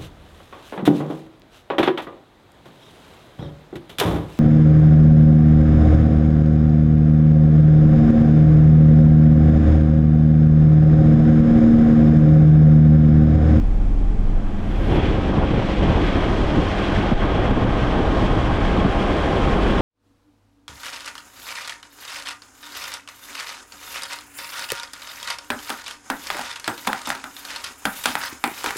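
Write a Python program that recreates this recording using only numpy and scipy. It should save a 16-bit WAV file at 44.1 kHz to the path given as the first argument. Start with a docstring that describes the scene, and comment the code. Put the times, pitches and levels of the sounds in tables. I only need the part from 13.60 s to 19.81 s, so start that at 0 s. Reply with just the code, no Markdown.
"""A four-wheel drive cruises along a forest road with a side window down.
First the cabin: the engine drones and the air booms, then throbs at the open window.
The road fades up, and after a second the microphone goes out through a burst of rushing air.
From there on wind buffets it, over the rush round mirror and pillar and the roar of the tyres,
which grows and takes on a hum near three seconds."""
import sys
import numpy as np
from scipy import signal
from scipy.fft import rfft, irfft
from scipy.io import wavfile
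from scipy.ndimage import uniform_filter1d, minimum_filter1d

SR = 44100
rng = np.random.default_rng(int(sys.argv[2]) if len(sys.argv) > 2 else 0)


def generate_wav(sig):
    """Save sig (samples, or channels by samples) to the path in sys.argv[1] as 16-bit PCM at SR."""
    pcm = np.round(np.clip(np.atleast_2d(sig).T, -1, 1) * 32767).astype(np.int16)
    wavfile.write(sys.argv[1], SR, pcm)


N = 273861
TIME = np.arange(N) / SR
FREQS = np.maximum(np.fft.rfftfreq(N, 1 / SR), 1)
# the microphone's cues: it nears the window, meets the wind at the frame, is clear of the car
NEAR_WINDOW_S, AT_FRAME_S, CLEAR_S = 0.37, 0.88, 1.31


def from_db(db):
    """Decibels to gain."""
    return 10 ** (np.asarray(db) / 20)


def automation(rows):
    """One lane for each column after t/s, with a value at every sample."""
    times, *columns = np.transpose(rows)
    return [np.interp(TIME, times, column) for column in columns]


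def ramp(start_s, end_s):
    """A straight fade from 0 to 1."""
    return np.clip((TIME - start_s) / (end_s - start_s), 0, 1)


def swell(at_s, spread_s):
    """A bell-shaped rise and fall of height 1."""
    return np.exp(-.5 * ((TIME - at_s) / spread_s) ** 2)


def shaped(gain):
    """Noise at unit rms, shaped by a gain at each frequency."""
    real, imaginary = rng.standard_normal((2, len(FREQS)))
    noise = irfft((real + 1j * imaginary) * gain, N)
    return noise / np.sqrt(np.mean(noise ** 2) + 1e-20)


def coloured(eq):
    """Unit noise through an EQ curve (f/Hz, level/dB) that falls steeply beyond its ends."""
    hz, db = np.transpose(eq)
    skirts = np.minimum(1, np.minimum(FREQS / hz[0], hz[-1] / FREQS)) ** 6
    return shaped(from_db(np.interp(np.log(FREQS), np.log(hz), db)) * skirts)


def drift(rate_hz):
    """A smooth random modulator at unit rms."""
    return shaped(1 / (1 + (FREQS / rate_hz) ** 2))


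def levelled(noise, span_s):
    """Ride a noise to unit level over spans of this length."""
    size = int(span_s * SR)
    power = uniform_filter1d(uniform_filter1d(noise * noise, size), size)
    return noise / np.sqrt(power + 1e-9)


def resonance(hz, width_hz, level_db):
    """A resonance kept ringing by random forcing."""
    band = shaped(1 / (1 + ((FREQS - hz) / width_hz * 0.79) ** 2))
    return from_db(level_db) * levelled(band, span_s=0.39)


def thin_high_hiss(start_s=0.73, peak_s=1.36, end_s=1.41, level_db=-61, centre_hz=8800, width_hz=3900):
    """A faint, thin, bright hiss swells and then stops quickly."""
    envelope = np.interp(TIME, [start_s, peak_s, end_s], [0, 1, 0]) ** 1.4
    hiss = shaped(np.exp(-.5 * ((FREQS - centre_hz) / width_hz) ** 2))
    return from_db(level_db) * envelope * hiss


# rate of the engine cycle (two crank turns, five firings): t/s, f/Hz
ENGINE_SPEED = [(0, 20.06), (1.3, 20.12), (1.8, 19.72), (3, 19.54), (5, 19.15), (6.21, 19.5)]
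# partials of the drone: multiple of the cycle rate, cabin level/dB, outside level/dB
ENGINE_ORDERS = [(4, -35.5, -32.5), (5, -33, -36), (9, -39.5, -47), (10, -37, -33.5), (11, -42.5, -45),
                 (12, -45.5, -45), (14, -42.5, -48.5), (15, -45.5, -37.5), (17, -47.5, -40),
                 (20, -56, -40.5), (22, -52, -45.5), (27, -52.5, -39.5), (39, -55, -43.5), (42, -55, -44.5),
                 (55, -73, -49.5)]
# partials of the drive's faint whine: multiple of the cycle rate, level/dB with the fader at 0
WHINE_ORDERS = [(64, -44.5), (80, -44)]
# fader ride on the whine: t/s, level/dB
WHINE_FADER = [(.7, -29), (1.25, -5), (1.8, -10), (2.4, 1.5), (3.1, -10), (3.6, -3), (6.21, -18)]


def engine(inside, wobble=0.00292, waver_inside=0.23, waver_outside=0.29, waver_whine=0.54):
    """No two firings are alike, so each partial wavers; the cabin muffles the drone's high ones."""
    cycle_hz, = automation(ENGINE_SPEED)
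    whine_db, = automation(WHINE_FADER)
    phase = 2 * np.pi * np.cumsum(cycle_hz * (1 + wobble * drift(rate_hz=3.15))) / SR
    waver_drone = inside * waver_inside + (1 - inside) * waver_outside

    def partial(order, waver):
        """One wavering harmonic of the cycle at about unit rms."""
        level = 1 + waver * drift(rate_hz=5.0)
        return level * np.sqrt(2) * np.sin(order * phase + rng.uniform(0, 2 * np.pi))

    drone = 0
    for order, inside_db, outside_db in ENGINE_ORDERS:
        gain = inside * from_db(inside_db) + (1 - inside) * from_db(outside_db)
        drone += gain * partial(order, waver_drone)
    whine = sum(from_db(db + whine_db) * partial(order, waver_whine) for order, db in WHINE_ORDERS)
    return drone + whine


# EQ of the cabin bed: f/Hz, level/dB
CABIN_EQ = [(55, 2.5), (130, -2.5), (250, -5.5), (310, -9), (400, -14.5), (600, -19.5), (770, -17),
            (850, -23), (910, -25.5), (1200, -25.5), (1800, -32.5), (2150, -33.5), (2450, -33.5),
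            (2750, -39), (3300, -36), (3600, -41.5), (4000, -44), (6000, -47.5), (8000, -50.5), (8800, -58),
            (9600, -54.5), (11000, -64.5), (12900, -63), (14000, -70)]


def cabin_bed(level_db=-29.5):
    """Muffled road rumble and air leaking into the cabin."""
    return from_db(level_db) * coloured(CABIN_EQ)


def cabin_boom(boom_hz=37.6, sag_hz_per_s=1.39, fade_db_per_s=71, throb_hz=29.02):
    """The cabin air booms, throbs against the open window as it dies, and swells once more."""
    def held(level_db, until_s):
        """Hold a level, then die away."""
        return from_db(level_db - fade_db_per_s * np.maximum(TIME - until_s, 0))

    phase = 2 * np.pi * np.cumsum(boom_hz - sag_hz_per_s * TIME) / SR
    last_swell = from_db(-19) * swell(at_s=1.2, spread_s=0.11)
    boom = (held(-16.5, until_s=0.51) + last_swell) * np.sin(phase)
    sub_octave = held(-20.5, until_s=1) * np.sin(phase / 2)   # every other beat is stronger
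    throb = from_db(-15.5) * swell(at_s=0.71, spread_s=0.11) * np.sin(2 * np.pi * throb_hz * TIME)
    return np.sqrt(2) * (boom + sub_octave + throb)


def body_boom():
    """The car's body booms, a sub layer heard outside."""
    return resonance(hz=32, width_hz=8.7, level_db=-33)


# fader rides on the air past mirror and pillar: t/s, rush level/dB, hiss level/dB
AIRFLOW_FADERS = [(1.66, -38.5, -50), (1.95, -36, -49), (2.1, -35.5, -45.5), (2.22, -34, -46.5),
                  (2.45, -32, -44), (2.62, -34, -45.5), (2.7, -35.5, -44.5), (3.0, -34.5, -44.5),
                  (3.25, -33, -44), (3.7, -34, -48), (4.1, -36, -48), (4.3, -35, -47), (4.58, -36, -46),
                  (4.66, -33.5, -45), (4.8, -35, -46), (5.25, -34.5, -46.7), (5.7, -33.5, -44.5),
                  (6.21, -33, -45)]
# EQs of the rush and of the fine hiss above it: f/Hz, level/dB
RUSH_EQ = [(900, -13), (1400, -2), (1900, 0.5), (2400, -1), (2850, -3), (3300, -2), (3600, -9.5),
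           (4200, -17.5), (5000, -41)]
HISS_EQ = [(3000, -2), (3750, 1), (4400, -1.5), (5600, -5.5), (6900, -12), (8200, -14.5), (9000, -20.5),
           (10000, -20), (11500, -28), (12300, -33), (14500, -44)]


def slipstream(flutter_db=0.91, flutter_hz=22, shear_hiss_db=-18):
    """Air tears past mirror and pillar, hardest in the shear layer; rush and hiss flutter together."""
    rush_db, hiss_db = automation(AIRFLOW_FADERS)
    shear = from_db(-33) * swell(at_s=1.422, spread_s=0.077)   # fast air by the window, crossed once
    rush_gain = np.hypot(from_db(rush_db), shear)
    hiss_gain = np.hypot(from_db(hiss_db), shear * from_db(shear_hiss_db))
    rush = coloured(RUSH_EQ)
    whistle = resonance(hz=3270, width_hz=170, level_db=-12.8)
    air = rush_gain * (rush + whistle) + hiss_gain * opening_shelf(coloured(HISS_EQ))
    return air * from_db(flutter_db * drift(flutter_hz))


def opening_shelf(hiss, above_hz=7500, start_db=-5, rise_db_per_s=1.17):
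    """A high shelf steadily brightens the hiss."""
    top = irfft(rfft(hiss) / (1 + (above_hz / FREQS) ** 6), N)
    return hiss + (from_db(start_db + rise_db_per_s * TIME) - 1) * top


# EQ of the tyre roar: f/Hz, level/dB
TYRE_EQ = [(250, -27), (500, -2), (700, 2), (810, -6), (900, -4), (1080, -2.5), (1380, -9), (1600, -7.5),
           (2000, -20.5), (3000, -37)]
# narrow bands humming in it: f/Hz, width/Hz, level/dB against the roar
TYRE_HUM = [(314, 83, -11.5), (804, 10, -10.5), (839, 12, -14), (1073, 10.5, -12), (1227, 31, -15),
            (1600, 20, -21.5)]


def tyres(swirl, settled_db=-26.5, beside_door_db=-10.5, settle_s=1.31, flutter_db=0.5):
    """Tread roars on coarse tarmac, fluttering in the air; it grows and hums as the microphone reaches out."""
    level_db = settled_db + beside_door_db * np.exp(-np.maximum(TIME - CLEAR_S, 0) / settle_s)
    roar = from_db(flutter_db * swirl) * coloured(TYRE_EQ)
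    hum = ramp(start_s=2.7, end_s=3.0) * sum(resonance(*band) for band in TYRE_HUM)
    late_drone = resonance(hz=347, width_hz=170, level_db=-23) * swell(at_s=5.82, spread_s=0.27)
    return from_db(level_db) * (roar + hum) + late_drone


# fader ride on the wind, steady but for a few lulls: t/s, level/dB
WIND_FADER = [(1.25, -23.5), (1.32, -20), (1.45, -18.5), (1.7, -22), (1.98, -20), (2.07, -22.5),
              (2.2, -18.5), (2.95, -20), (3.1, -23.5), (3.42, -20), (3.58, -20.5), (3.64, -18.5),
              (4.15, -20), (4.6, -17.5), (5.3, -20), (5.55, -21.5), (5.8, -21), (6.0, -19)]
# EQ of its rumble: f/Hz, level/dB
WIND_EQ = [(18, 5), (45, 7.5), (62, 3.5), (80, -2), (115, -0.5), (200, -4.5), (310, -3), (480, -9.5),
           (750, -17), (1100, -24)]


def wind(swirl, flutter_db=1.1):
    """Turbulence presses on the microphone port: a deep, lumpy rumble."""
    level_db, = automation(WIND_FADER)
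    return from_db(level_db + flutter_db * swirl) * levelled(coloured(WIND_EQ), span_s=0.079)


# cue list of the big gusts: t/s, thump level/dB, roar level/dB, push level/dB, spread/s
GUST_CUES = [(1.329, -15.5, -30, -30, 0.016), (1.38, -14.5, -29, -22, 0.014), (1.579, -21, -43, -26, 0.014),
             (1.693, -18, -42, -30, 0.02), (1.738, -33, -26, -30, 0.016), (1.784, -14, -30, -27, 0.012),
             (1.834, -19.5, -26, -30, 0.016), (1.911, -16, -38, -22, 0.0054),
             (1.944, -16, -37, -30, 0.0079), (1.989, -16.5, -45, -23, 0.013), (2.028, -23, -27, -32, 0.006),
             (2.22, -20, -33, -28, 0.028), (2.306, -16.5, -30, -32, 0.014),
             (2.377, -21.5, -27.5, -29, 0.035), (2.574, -19.5, -24.5, -32, 0.01),
             (2.632, -20, -32, -26, 0.013), (2.803, -18, -33, -12, 0.012), (2.986, -14, -42, -32, 0.015),
             (3.378, -19.5, -35, -28, 0.017), (3.438, -22, -33, -26, 0.013),
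             (3.525, -8.5, -26, -2.9, 0.0075), (3.92, -13, -31, -12, 0.014),
             (3.976, -14.5, -30, -11.5, 0.01), (4.021, -20, -35, -24, 0.0088),
             (4.064, -15.5, -38, -26, 0.024), (4.397, -18, -44, -13, 0.015), (4.444, -24, -38, -26, 0.012),
             (5.257, -13, -32, -17, 0.0085)]
# EQs of a gust's low thump and mid-range roar: f/Hz, level/dB
THUMP_EQ = [(30, 1), (80, 4.5), (250, 0), (450, -6.5), (900, -24.5), (1800, -32)]
ROAR_EQ = [(450, -3), (750, 6.5), (1150, -2.5), (1700, -14)]


def gusts(push_lag_s=0.019):
    """Each large gust thumps and roars, then its slow pressure shoves the diaphragm."""
    thump_gain = roar_gain = push = 0
    for at_s, thump_db, roar_db, push_db, spread_s in GUST_CUES:
        hit = swell(at_s, spread_s)
        thump_gain += from_db(thump_db) * hit
        roar_gain += from_db(roar_db) * hit
        push += from_db(push_db) * swell(at_s + push_lag_s, spread_s)
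    thumps = thump_gain * levelled(coloured(THUMP_EQ), span_s=0.012)
    return thumps + roar_gain * coloured(ROAR_EQ) + push


def scene(tyre_shield_db=-6.5, air_shield_db=-15.5):
    """The mix follows the microphone: the road fades up, the wind hits, the cabin fades out."""
    at_window = ramp(NEAR_WINDOW_S, AT_FRAME_S)
    in_wind = ramp(AT_FRAME_S, CLEAR_S)
    in_cabin = 1 - ramp(start_s=1.5, end_s=2.1)
    shielded = 1 - in_wind   # the car's body screens off tyres and slipstream
    swirl = drift(rate_hz=35)   # one flutter shared by tyres and wind
    road = from_db(tyre_shield_db * shielded) * tyres(swirl)
    air = from_db(air_shield_db * shielded) * slipstream()
    exposed = wind(swirl) + gusts() + body_boom()
    drone = engine(inside=1 - in_wind ** 3)
    cabin = in_cabin * (cabin_bed() + cabin_boom())
    mix = thin_high_hiss() + drone + cabin + at_window * (road + air) + in_wind ** 1.2 * exposed
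    return mix[None]


def record(dry, threshold_db=-6.6, release_db_per_s=80, low_cut_hz=14, high_cut_hz=16200):
    """A limiter ducks everything under the strongest buffets; the slow pressure and the top are cut."""
    over_db = np.maximum(20 * np.log10(np.abs(dry[0]) + 1e-9) - threshold_db, 0)
    release_db = release_db_per_s * TIME
    duck_db = np.maximum.accumulate(over_db + release_db) - release_db
    gain = uniform_filter1d(minimum_filter1d(from_db(-duck_db), size=129), size=129)   # soft look-ahead
    low_cut = signal.butter(2, low_cut_hz, "high", fs=SR, output="sos")
    high_cut = signal.cheby2(16, 60, high_cut_hz, fs=SR, output="sos")
    return signal.sosfilt(high_cut, signal.sosfilt(low_cut, dry * gain))


dry = scene()
out = record(dry)
generate_wav(out)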